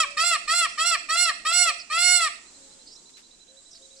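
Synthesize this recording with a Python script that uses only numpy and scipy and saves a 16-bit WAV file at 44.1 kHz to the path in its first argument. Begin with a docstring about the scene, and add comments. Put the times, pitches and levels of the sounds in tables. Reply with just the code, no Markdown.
"""In a walled garden that echoes briefly, a peacock a few metres from the stereo microphones gives seven
arched, brassy cries: gliding harmonics under a fixed throat colour, raspier when the pitch is low.
Behind it a small bird trills and another chirps in near-sine sweeps, and a dove coos softly far off.
Shaped noise makes the leaves, which rustle and scrape over a low hum."""
import sys
import numpy as np
from scipy import signal
from scipy.fft import rfft, irfft, next_fast_len
from scipy.io import wavfile
from scipy.ndimage import uniform_filter1d

SR = 44100
rng = np.random.default_rng(int(sys.argv[2]) if len(sys.argv) > 2 else 0)


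def store_wav(level_fs):
    """Save 16-bit WAV to argv[1]."""
    pcm = np.round(np.clip(np.atleast_2d(level_fs), -1, 1) * 32767)
    wavfile.write(sys.argv[1], SR, pcm.T.astype(np.int16))


N = 176400
T = np.arange(N) / SR


def undb(db):
    """Decibels to amplitude."""
    return 10 ** (np.asarray(db) / 20)


def read(table, hz, axis=1):
    """A column of a table at these frequencies, straight on a log axis."""
    table = np.array(sorted(table), float)
    return np.interp(np.log(hz), np.log(table[:, 0]), table[:, axis])


def walk(rate_hz, size=N):
    """Smooth chance with spread 1: noise averaged twice over one period of the rate."""
    width = max(int(SR / rate_hz), 1)
    w = uniform_filter1d(uniform_filter1d(rng.standard_normal(size), width), width)
    return w / w.std()


def pan(x, db):
    """Left and right copies, the left louder by db."""
    return x * undb(np.array([[db], [-db]]) / 2)


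def gate(t, length, attack, release):
    """Rounded rise and fall."""
    nearest_edge = np.minimum(t / attack, (length - t) / release)
    return np.sin(np.pi / 2 * np.clip(nearest_edge, 0, 1)) ** 2


# The peacock's cries, one list each, before throat colour: start_s [s], pitch_hz [Hz], level_db [relative dB]
CRIES = [
    [(0.0, 658, -12), (0.023, 633, -18.5), (0.044, 585, -26.5), (0.058, 495, -25)],
    [(0.166, 601.4, -25.5), (0.214, 649, -16.5), (0.244, 687, -20.5), (0.273, 699, -18),
     (0.3, 700.6, -20.5), (0.328, 664.6, -17), (0.353, 622, -20), (0.367, 575, -26), (0.378, 525, -30.5)],
    [(0.473, 595, -27.5), (0.518, 651, -16), (0.546, 689.7, -19.5), (0.575, 700, -18),
     (0.601, 703.5, -18.5), (0.627, 665, -17.5), (0.651, 644, -18), (0.665, 576, -25.5), (0.675, 504, -25)],
    [(0.772, 592, -32.5), (0.79, 618, -23.5), (0.816, 649, -16.5), (0.844, 673, -22.5), (0.872, 703, -16.5),
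     (0.898, 708, -21), (0.924, 668, -17), (0.948, 641, -19.5), (0.962, 563, -23), (0.972, 540, -31)],
    [(1.084, 593, -32.5), (1.105, 631.5, -20.5), (1.136, 659, -19), (1.17, 691, -19.5), (1.203, 707.3, -17),
     (1.234, 711, -17.5), (1.265, 678, -20), (1.293, 644, -18.5), (1.31, 586, -26), (1.322, 528, -20)],
    [(1.446, 591, -30.5), (1.471, 636, -18.5), (1.507, 667, -21), (1.545, 708, -18), (1.584, 712.3, -17),
     (1.62, 713.6, -15), (1.656, 690.7, -20), (1.689, 648, -15.5), (1.708, 595.5, -26.5),
     (1.722, 547, -23.5)],
    [(1.896, 586, -34), (1.932, 635, -21.5), (1.983, 686, -19), (2.039, 714, -17.5), (2.094, 714.4, -15),
     (2.145, 718.8, -15.5), (2.197, 690, -20), (2.244, 647, -17), (2.272, 609, -24), (2.292, 552, -21.5)],
]
# Colour of throat and path at the two microphones: frequency_hz [Hz], left_db [dB], right_db [dB]
THROAT_COLOUR = [(600, -32, -34), (710, -9, -10), (1200, 2, -2), (1330, 4, 2), (1430, -1, -3),
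                 (1850, -2, -2), (2050, -4, -9), (2140, -2, 1), (2350, 2, 7), (2500, -11, -5),
                 (2650, -4, 0), (2850, -7, -1), (3050, -8, -10), (3250, 1, -6), (3450, -9, -7),
                 (3800, -12, -9), (4250, -6, 3), (4600, -8, -1), (5000, -19, -4), (5700, -17, -1),
                 (6000, -20, -7), (6420, -25, -18), (6800, -27, -17), (7100, -12, -2), (7400, -20, 0),
                 (7830, -14, 6), (8200, -21, -8), (8600, -6, 2), (9200, -3, -5), (9600, -19, -24),
                 (10700, -14, -28), (11400, -39, -38), (13300, -26, -26)]
# Phase between the microphones: frequency_hz [Hz], left_lead_rad [radians by which left leads]
LEFT_LEAD = [(600, -.2), (2100, -.4), (2900, -1), (3250, 1.6), (3500, -1.2), (5300, -1.4), (6300, 2),
             (7100, -.9), (7900, -.9), (8250, -3.4), (9300, -3.6), (14000, -9)]
ATTACK_S, RELEASE_S = 0.0099, 0.02
JITTER, JITTER_HZ = 0.00068, 60  # spread of pitch as a fraction, and its rate
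SHIMMER_DB, SHIMMER_HZ = 1.9, 50  # spread of each harmonic's level, and its rate
# Noisy skirt of each harmonic, stronger as the pitch sinks below CLEAN_HZ
RASP_DB, RASP_HZ, CLEAN_HZ, RASP_DB_PER_HZ = -28, 300, 670.6, 0.75
DULL_DB_PER_OCTAVE_PER_HZ = 0.0898  # treble tilt for each Hz the pitch lies below CLEAN_HZ
# The voice cracks and dulls as it passes this pitch
BREAK_HZ, BREAK_WIDTH_HZ, BREAK_DB_PER_OCTAVE = 682.4, 9, 5.5


def peacock():
    """Harmonics of the arching pitch slide under a fixed colour; low pitch is raspier."""
    out = np.zeros((2, N))
    jitter = 1 + JITTER * walk(JITTER_HZ)
    wobble = [(walk(SHIMMER_HZ), walk(RASP_HZ), walk(RASP_HZ)) for _ in range(3)]
    for cry in CRIES:
        s, hz, db = np.array(cry).T
        on = (T >= s[0]) & (T < s[-1])
        t = T[on]
        smooth = lambda col: uniform_filter1d(np.interp(t, s, col), SR // 55, mode="nearest")
        pitch = smooth(hz) * jitter[on]
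        phase = 2 * np.pi * np.cumsum(pitch) / SR
        slack = np.clip(CLEAN_HZ - pitch, -20, 200)
        crack = np.exp(-((pitch - BREAK_HZ) / BREAK_WIDTH_HZ) ** 2)
        rasp = np.minimum(undb(RASP_DB + RASP_DB_PER_HZ * slack) + crack, 1)
        dull = DULL_DB_PER_OCTAVE_PER_HZ * slack + BREAK_DB_PER_OCTAVE * crack
        attack = ATTACK_S if s[0] else .003  # the cry at time zero opens faster
        loud = undb(smooth(db)) * gate(t - s[0], s[-1] - s[0], attack, RELEASE_S)
        for k in range(1, 25):
            f = k * pitch
            # shifted copies of the three wobble sets keep the harmonics unlike
            shimmer, rasp_re, rasp_im = (np.roll(w, 997 * k)[on] for w in wobble[k % 3])
            steadiness = .3 if k == 2 else 1  # the second harmonic shimmers least
            level_db = SHIMMER_DB * shimmer * steadiness - dull * np.log2(f / 2500) - 8
            rasp_share = np.clip((k - 1.7) / 2.7, .1, 1)  # low harmonics stay cleaner
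            skirt = 1 + rasp * rasp_share * (rasp_re + 1j * rasp_im)
            wave = loud * undb(level_db) * skirt
            wave = wave * np.exp(1j * (k * phase + np.pi * k * k / 12))
            left = wave * undb(read(THROAT_COLOUR, f)) * np.exp(1j * read(LEFT_LEAD, f))
            out[0, on] += left.real
            out[1, on] += wave.real * undb(read(THROAT_COLOUR, f, axis=2))
    return out


def whistle(start, length, hz, db, edge):
    """One near-sine note; hz is a function of time from its start."""
    t = np.clip(T - start, 0, length)
    return undb(db) * gate(t, length, edge, edge) * np.sin(2 * np.pi * np.cumsum(hz(t)) / SR)


# Notes of the small bird's trill: start_s [s], level_db [relative dB]
TRILL_NOTES = [(2.454, -57.5), (2.5324, -55.5), (2.617, -58), (2.7, -56), (2.7844, -55), (2.868, -55),
               (2.9535, -53.5), (3.0485, -54), (3.1318, -52), (3.2237, -56), (3.3041, -54), (3.3906, -54),
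               (3.472, -54), (3.5603, -52.5), (3.647, -55), (3.728, -55.5), (3.815, -52.5), (3.899, -55)]
TRILL_HZ, TRILL_SAG_HZ_PER_S, TRILL_S, TRILL_PAN_DB = 4212, 140, 0.056, -13.5
# Depth of the opening scoop and closing fall as fractions of the pitch; time constant of the scoop
TRILL_SCOOP, TRILL_ARCH, TRILL_SCOOP_S = 0.25, 0.056, 0.00716


def trill():
    """Each note scoops up from below and arches over; the run sags a little."""
    out = 0
    for start, db in TRILL_NOTES:
        top_hz = TRILL_HZ - TRILL_SAG_HZ_PER_S * (start - TRILL_NOTES[0][0])
        scoop = lambda t: TRILL_SCOOP * np.exp(-t / TRILL_SCOOP_S)
        hz = lambda t: top_hz * (1 - scoop(t) - TRILL_ARCH * (t / TRILL_S) ** 3)
        out = out + whistle(start, TRILL_S, hz, db - 2.5, 0.012)
    return pan(out * undb(1.9 * walk(190)), TRILL_PAN_DB)


# The other bird's chirps: start_s [s], length_s [s], from_hz [Hz], to_hz [Hz], level_db [relative dB],
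# warble_hz [Hz, spread of the pitch], second_voice [ratio to the first voice's pitch]
CHIRP_NOTES = [(0.658, 0.093, 4730, 5910, -49.5, 80.5, .9), (1.781, 0.05, 6050, 4600, -44, 323, 0.92),
               (2.855, 0.12, 4700, 5900, -55, 120, .89), (3.701, 0.088, 6300, 4640, -55, 250, 0.87),
               (3.955, 0.044, 4320, 6600, -57, 151, 0.85), (3.977, 0.029, 6000, 3760, -51.5, 151, 0.94)]
WARBLE_RATE_HZ, CHIRP_PAN_DB = 450, -5


def chirps():
    """Two-voiced sweeps whose pitches warble fast and separately, with a fluttering level."""
    out = 0
    flutter = undb(3 * walk(200))
    for start, length, a, b, db, warble_hz, ratio in CHIRP_NOTES:
        for r in (1, ratio):
            shake = warble_hz * walk(WARBLE_RATE_HZ)
            hz = lambda t: r * (a + (b - a) * t / length) + shake
            out = out + whistle(start, length, hz, db + 2, .015)
    return pan(out * flutter, CHIRP_PAN_DB)


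# Dove coos far off, with one faint rising tone of a distant bird (780 to 940 Hz): start_s [s], length_s [s],
# from_hz [Hz], to_hz [Hz], level_db [relative dB]
FAR_CALLS = [(.01, .22, 580, 570, -60), (1.55, .22, 560, 550, -60), (2.52, .2, 285, 270, -71),
             (2.56, .29, 545, 540, -70), (2.63, .5, 780, 940, -77), (3.45, .18, 490, 550, -68),
             (3.65, .2, 660, 670, -72), (3.78, .3, 530, 540, -68)]


def coos():
    """Soft low tones that glide fastest at first and waver with distance."""
    out = 0
    for start, length, a, b, db in FAR_CALLS:
        hz = lambda t: a + (b - a) * np.sqrt(t / length)
        out = out + whistle(start, length, hz, db + 5, .05) * undb(3 * walk(15))
    return pan(out, 6)


# Colour of the walls' and bushes' reflections: frequency_hz [Hz], level_db [dB]
ECHO_COLOUR = [(450, -8), (700, 7), (1300, -5), (2200, 6), (4500, -0.5), (15000, -7.5)]
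ECHO_GAP_S, ECHO_T60_S, ECHO_PATCHY_DB = 0.0013, 0.45, 3.5


def echo(x):
    """Scattered reflections from walls and bushes, unlike on left and right: decaying patchy noise."""
    t = np.arange(SR) / SR
    tail = np.array([rng.standard_normal(SR) * undb(ECHO_PATCHY_DB * walk(160, size=SR)) for _ in range(2)])
    tail *= undb(-60 * t / ECHO_T60_S) * np.clip(t / ECHO_GAP_S - 1, 0, 1)
    tail /= np.sqrt((tail ** 2).sum(axis=1, keepdims=True))
    n = next_fast_len(N + SR)
    colour = undb(read(ECHO_COLOUR, np.arange(1, n // 2 + 2) * SR / n))
    return irfft(rfft(x, n) * rfft(tail, n) * colour, n)[:, :N]


# Brushes through dry leaves: start_s [s], length_s [s], level_db [dB, relative to the grit]
LEAF_SCRAPES = [(3.09, .025, -56.5), (3.166, 0.062, -52.5), (3.742, 0.053, -58)]


def scrapes():
    """Short crackly brushes through dry leaves: band-limited noise of jumpy level."""
    grit = rng.standard_normal((2, N)) * undb(3.8 * walk(450))
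    grit = signal.sosfilt(signal.butter(2, [1500, 6500], "bandpass", fs=SR, output="sos"), grit)
    strokes = sum(undb(db) * gate(T - s, length, 0.0049, length / 2) for s, length, db in LEAF_SCRAPES)
    return grit / grit.std() * strokes


# Colour of the garden's steady noise: frequency_hz [Hz], density_db [relative dB per Hz]
GARDEN_COLOUR = [(25, -3), (100, -18), (250, -7.5), (520, -11.5), (950, -17.5), (2900, -19.5), (4000, -15),
                 (5500, -15), (7700, -7.5), (9000, -17), (9700, -34), (15000, -48)]
# Its lean between the microphones: frequency_hz [Hz], left_minus_right_db [dB]
GARDEN_PAN = [(100, 1.5), (700, 4.5), (4300, -3), (8000, -4.5), (14000, 0)]
# Likeness of left and right: frequency_hz [Hz], likeness [0-1]
GARDEN_ALIKE = [(300, .6), (700, .2), (15000, 0)]
# Leaves, heard against RUSTLE_REF_DB: time_s [s], level_db [dB]
LEAF_LEVEL = [(2.45, -60), (2.68, -57.5), (3.2, -62.5), (3.46, -64.5), (3.95, -60)]
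# Change of the low and middle background: time_s [s], level_db [dB]
HUM_LEVEL = [(2.5, 1.5), (3.2, -4), (3.6, -5.5)]
GARDEN_DB = -55.5  # before the swells and the two level curves
RUSTLE_FROM_HZ, RUSTLE_REF_DB = 4000, -61  # bands from here up follow the leaves alone


def garden():
    """Hum and leaves: third-octave bands of noise that swell together and flicker alone."""
    out = 0
    f = np.arange(1, N // 2 + 2) * SR / N
    swell = walk(0.83)
    alike = np.clip(read(GARDEN_ALIKE, f), -1, 1)
    noise = rfft(rng.standard_normal((2, N)))
    mid, side = noise * np.sqrt([1 + alike, 1 - alike]) * undb(read(GARDEN_COLOUR, f))
    both = np.array([mid + side, mid - side]) * undb(read(GARDEN_PAN, f) * np.array([[.5], [-.5]]))
    gain = undb(GARDEN_DB) / irfft(both, N).std()
    leaves = np.interp(T, *np.array(LEAF_LEVEL).T) - RUSTLE_REF_DB
    hum = np.interp(T, *np.array(HUM_LEVEL).T)
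    for k in range(-18, 13):
        share = np.clip(1 - abs(3 * np.log2(f / 1000) - k), 0, 1)  # overlapping triangular bands
        rustle = np.clip(1000 * 2 ** (k / 3) / RUSTLE_FROM_HZ, 0, 1) ** 3
        level_db = swell + 1.6 * walk(7) + rustle * leaves + (1 - rustle) * hum
        out = out + irfft(both * share, N) * undb(level_db)
    return out * gain


ECHO_DB, BIRD_WET_DB = -10.5, -11  # sent to the echo from the peacock and from the other birds


def scene():
    """The peacock and birds, direct and echoed, over the garden."""
    cry = peacock()
    birds = trill() + chirps() + coos()
    echoes = echo(undb(ECHO_DB) * cry + undb(BIRD_WET_DB) * birds)
    return cry + birds + echoes + garden() + scrapes()


TOP_HZ = 14900


def record(dry):
    """The recorder cuts the top steeply; a 2 ms fade opens the sound."""
    fade = np.clip(T / .002, 0, 1)
    return signal.sosfilt(signal.ellip(10, .2, 80, TOP_HZ, fs=SR, output="sos"), dry * fade)


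dry = scene()
out = record(dry)
store_wav(out)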